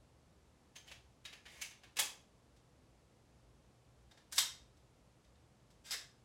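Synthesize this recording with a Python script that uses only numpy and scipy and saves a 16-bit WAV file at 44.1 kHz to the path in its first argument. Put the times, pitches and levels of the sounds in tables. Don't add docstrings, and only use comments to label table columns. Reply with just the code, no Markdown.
import sys
import numpy as np
from scipy import signal
from scipy.fft import rfft, irfft, next_fast_len
from scipy.io import wavfile
from scipy.ndimage import uniform_filter1d

SR = 44100
rng = np.random.default_rng(int(sys.argv[2]) if len(sys.argv) > 2 else 0)


def unload_wav(signal):
    wavfile.write(
        sys.argv[1],
        SR,
        np.round(np.clip(np.atleast_2d(signal).T, -1, 1) * 32767).astype(np.int16),
    )


N = 275184
SIZE = 2 ** 15
TIME = np.arange(SIZE) / SR
HZ = np.maximum(np.arange(SIZE // 2 + 1) * SR / SIZE, 1)


def from_db(db):
    return 10 ** (np.asarray(db) / 20)


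def unit_rms(x):
    return x / np.sqrt(np.mean(x ** 2) + 1e-30)


def gain_curve(points, hz):
    centres_hz, gains_db = np.transpose(points)
    return from_db(np.interp(np.log(hz), np.log(centres_hz), gains_db))


def add(out, sound, start_s):
    start = int(round(start_s * SR))
    out[start:start + len(sound)] += sound[:N - start]


def resonance(hz, centre_hz, width_hz):
    return 1 / (1 + (2 * (hz - centre_hz) / width_hz) ** 2)


def causal(gain):
    cepstrum = irfft(np.log(unit_rms(gain) + 1e-9))
    cepstrum[1:SIZE // 2] *= 2
    cepstrum[SIZE // 2 + 1:] = 0
    return np.exp(rfft(cepstrum))


def uncoloured(path):
    power = uniform_filter1d(uniform_filter1d(np.abs(path) ** 2, size=240), size=160)
    return path / causal(np.sqrt(np.abs(power)))


# freq_hz, relative_db
AIR_SPECTRUM = [(94, -23), (160, -1.5), (206, -0.5), (240, -0.5), (264, -2.5), (346, -3.5), (388, -5),
                (498, -4.5), (1160, -12.5), (1580, -17), (7670, -23.5), (11500, -30), (16000, -55.5)]
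# freq_hz, relative_db
DUCT_SPECTRUM = [(15, -48), (28, -15.5), (42, -9.5), (56, 4), (72, -2), (85, -11.5), (105, -3), (140, -4),
                 (170, -11.5), (230, -52)]
# pitch_hz, wander_width_hz, level_db
MOTOR_TONES = [(75, 4.5, -79), (119.4, 3.8, -78)]


def ventilation(air_db=-71, rumble_db=-71):
    size = next_fast_len(N, real=True)
    hz = np.maximum(np.arange(size // 2 + 1) * SR / size, 1)

    def noise(gain, level_db):
        white = rfft(rng.standard_normal(size))
        return from_db(level_db) * unit_rms(irfft(white * gain, size)[:N])

    air = noise(gain_curve(AIR_SPECTRUM, hz), air_db)
    rumble = noise(gain_curve(DUCT_SPECTRUM, hz), rumble_db)
    hum = sum(noise(resonance(hz, pitch_hz, width_hz), db) for pitch_hz, width_hz, db in MOTOR_TONES)
    return air + rumble + hum


# freq_hz, t60_s
WORKSHOP_DECAY = [(200, 0.42), (700, 0.47), (1700, 0.36), (3600, 0.35), (6000, .35), (9000, .29),
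                  (15000, 0.24)]


def workshop(direct_db=15, near_db=-1, tail_db=-3, near_s=0.012, build_s=0.001):
    white = rfft(rng.standard_normal(SIZE))
    centres_hz, t60s = np.transpose(WORKSHOP_DECAY)
    tail = 0
    for share, t60_s in zip(np.eye(len(centres_hz)), t60s):
        band = irfft(white * np.interp(np.log(HZ), np.log(centres_hz), share))
        tail = tail + band * np.exp(-np.log(1000) * TIME / t60_s)
    near = rng.standard_normal(SIZE) * (1 - np.tanh((TIME - near_s) / 0.002)) / 2
    response = from_db(near_db) * near + from_db(tail_db) * tail * (1 - np.exp(-TIME / build_s))
    response[0] += from_db(direct_db)
    return rfft(response)


def chatter(settle_s, rebound=0.49, count=7):
    force = np.zeros(SIZE)
    force[0] = 1
    step = np.arange(1, count + 1)
    delay_s = 2 * settle_s * (step - rng.random(count)) / count
    rebounds = rebound * rng.choice([-1, 1], count) / np.sqrt(step)
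    np.add.at(force, (delay_s * SR).astype(int) + 1, rebounds)
    return rfft(force / np.linalg.norm(force))


def contact(gain, level_db, chatter_s, medium_db=-50, halving_db=18):
    settle_s = chatter_s * 2 ** ((medium_db - level_db) / halving_db)
    path = uncoloured(chatter(settle_s) * workshop())
    return from_db(level_db) * irfft(causal(gain) * path)


def hardness(thud_db, treble_db, thud_hz=1000, treble_hz=5500):
    return from_db(thud_db / (1 + (HZ / thud_hz) ** 4) + treble_db / (1 + (treble_hz / HZ) ** 4))


def struck_part(colour, modes):
    power = 1 + sum(from_db(db) ** 2 * resonance(HZ, hz, width_hz) for hz, width_hz, db in modes)
    return gain_curve(colour, HZ) * np.sqrt(power)


def clicks(contacts, part, chatter_s, ring_width_hz, touch_lead_s=0.008, touch_db=-19.5):
    out = np.zeros(N)
    for start_s, level_db, thud_db, treble_db, ring_hz, ring_db in contacts:
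        ring_power = 1 + (from_db(ring_db) ** 2 - 1) * resonance(HZ, ring_hz, ring_width_hz)
        gain = part * hardness(thud_db, treble_db) * np.sqrt(ring_power)
        add(out, from_db(touch_db) * contact(part, level_db, chatter_s), start_s - touch_lead_s)
        add(out, contact(gain, level_db, chatter_s), start_s)
    return out


def friction(strokes, part, ring_width_hz=320, slips_per_s=7000, spread_db=2,
             attack_s=0.028, release_s=0.002):
    out = np.zeros(N)
    for start_s, length_s, level_db, swell_db_per_s, tilt_db, ring_hz, ring_db in strokes:
        moving = np.clip(np.minimum(TIME / attack_s, (length_s - TIME) / release_s), 0, 1)
        swell = from_db(level_db + swell_db_per_s * np.minimum(TIME, length_s))
        slipping = rng.random(SIZE) < slips_per_s / SR
        slips = slipping * rng.standard_normal(SIZE) * from_db(rng.normal(0, spread_db, SIZE))
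        force = unit_rms(slips) * moving * swell
        colour = from_db(tilt_db * np.log2(HZ) + ring_db * resonance(HZ, ring_hz, ring_width_hz))
        path = causal(part * colour) * uncoloured(workshop())
        add(out, irfft(rfft(force) * path / np.linalg.norm(irfft(path))), start_s)
    return out


# start_s, level_db, treble_db
GRIP_SHIFTS = [(2.563, -73, -3), (4.769, -74.5, -3), (5.244, -73, -9), (5.352, -76, -22), (5.704, -70, -2)]


def grip_ticks(thud_db=8, chatter_s=0.0016):
    part = slide_steel()
    out = np.zeros(N)
    for start_s, level_db, treble_db in GRIP_SHIFTS:
        add(out, contact(part * hardness(thud_db, treble_db), level_db, chatter_s), start_s)
    return out


# start_s, level_db, pitch_hz
FRAME_BLOWS = [(1.991, -41.5, 850), (1.996, -60, 238), (4.3803, -37, 1029), (5.910, -57, 735),
               (5.944, -56.5, 506)]


def frame_knocks(width_hz=220, top_hz=1700):
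    out = np.zeros(N)
    for start_s, level_db, pitch_hz in FRAME_BLOWS:
        mode = np.sqrt(resonance(HZ, pitch_hz, width_hz) / (1 + (HZ / top_hz) ** 6))
        low_cut = HZ / np.hypot(HZ, pitch_hz)
        path = uncoloured(workshop(direct_db=18, near_db=-6.5, tail_db=-13.5))
        add(out, from_db(level_db) * irfft(causal(mode * low_cut) * path), start_s)
    return out


# freq_hz, relative_db
MAGAZINE_CRACK = [(100, -29), (220, -12), (450, -6.5), (800, -3.5), (1300, -7), (1900, -2.5), (2900, 0),
                  (4300, -3.5), (6500, -4), (8500, -10), (11000, -13.5), (16000, -19.5)]
# pitch_hz, width_hz, over_crack_db
MAGAZINE_RINGS = [(1720, 66, 3), (2240, 170, -2), (2690, 120, -6), (3055, 60, -6.5), (3700, 68, 1),
                  (4860, 127, 1), (6510, 150, 0), (7300, 120, 3.5), (7750, 150, 1), (9600, 180, 7.5),
                  (10150, 450, 3), (13400, 300, -0.5)]
# start_s, level_db, thud_db, treble_db, ring_hz, ring_db
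MAGAZINE_CONTACTS = [ (0.757, -54.5, 2, -2, 3090, 13.5), (0.761, -54, -6, -3, 6360, 14),
                     (0.879, -57.5, -18, -6, 3040, 14), (0.914, -52.5, -4, -9.5, 2700, 2.5),
                     (1.252, -47.5, -10, -9, 3810, 9.5), (1.328, -52.5, -4, -9.5, 2540, 4),
                     (1.455, -56, -2, -15, 1810, 9), (1.462, -57, -3, -11, 3070, 9),
                     (1.6145, -43.5, -11, 4, 2250, 13), (1.617, -45.5, -9, 4, 6230, 13),
                     (1.620, -46, -11.5, 3, 2740, 15), (1.710, -58, -1, -8, 2400, 5),
                     (1.835, -58, 1.5, -10, 1660, 6), (1.968, -40.5, -2, 1.5, 2530, 10),
                     (1.989, -33, -3.5, -2.5, 7500, 12.5), (1.993, -30, 2, 13.5, 3390, 13.5)]
# start_s, length_s, level_db, swell_db_per_s, tilt_db_per_octave, ring_hz, ring_db
MAGAZINE_TRAVEL = [(0.853, .12, -56.5, -150, -2, 3100, -1), (1.452, 0.19, -63, 26, -1, 2140, 6.5)]


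def magazine():
    part = struck_part(MAGAZINE_CRACK, MAGAZINE_RINGS)
    hits = clicks(MAGAZINE_CONTACTS, part, chatter_s=0.0035, ring_width_hz=150)
    return hits + friction(MAGAZINE_TRAVEL, part)


# freq_hz, relative_db
SLIDE_CRACK = [(100, -32), (300, -24), (550, -15.5), (1000, -11), (1700, -4.5), (2400, -4.5), (3400, -2),
               (5200, -0.5), (7800, -3.5), (10500, -10), (13000, -14), (16000, -21.5)]
# pitch_hz, width_hz, over_crack_db
SLIDE_RINGS = [(1650, 150, 4), (2070, 120, 2.5), (3230, 70, 0), (3690, 130, 6.5), (4160, 39, 2),
               (4780, 140, 1.5), (5340, 79, 2), (5810, 51, 1.5), (7720, 200, 4.5), (10000, 300, 0.5),
               (13200, 200, 0)]


def slide_steel():
    return struck_part(SLIDE_CRACK, SLIDE_RINGS)


# start_s, level_db, thud_db, treble_db, ring_hz, ring_db
SLIDE_CONTACTS = [ (4.112, -62, 22, -8, 3650, 5), (4.174, -63.5, 19, -10, 1760, 6),
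                  (4.324, -43, 13, 7, 1600, 6), (4.357, -48, -5, 15, 8000, 2),
                  (4.3802, -27, -3, 2.5, 3330, 8), (4.3826, -29.5, -4.5, 1.5, 13120, 9.5),
                  (5.9085, -38.5, -1, 2.5, 5070, 14.5), (5.918, -40, 1.5, -5.5, 12680, 17),
                  (5.933, -40, 7, 2.5, 1870, 13.5)]
# start_s, length_s, level_db, swell_db_per_s, tilt_db_per_octave, ring_hz, ring_db
SLIDE_TRAVEL = [(4.325, 0.06, -57, 290, 1.6, 13130, 6), (5.836, .17, -49, -115, -1.7, 4900, 3.5)]


def slide():
    part = slide_steel()
    hits = clicks(SLIDE_CONTACTS, part, chatter_s=0.0024, ring_width_hz=230)
    return hits + friction(SLIDE_TRAVEL, part)


def scene():
    return (magazine() + slide() + grip_ticks() + frame_knocks() + ventilation())[None]


def record(dry):
    return signal.sosfilt(signal.ellip(12, 0.1, 80, 16100, fs=SR, output="sos"), dry)


dry = scene()
out = record(dry)
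unload_wav(out)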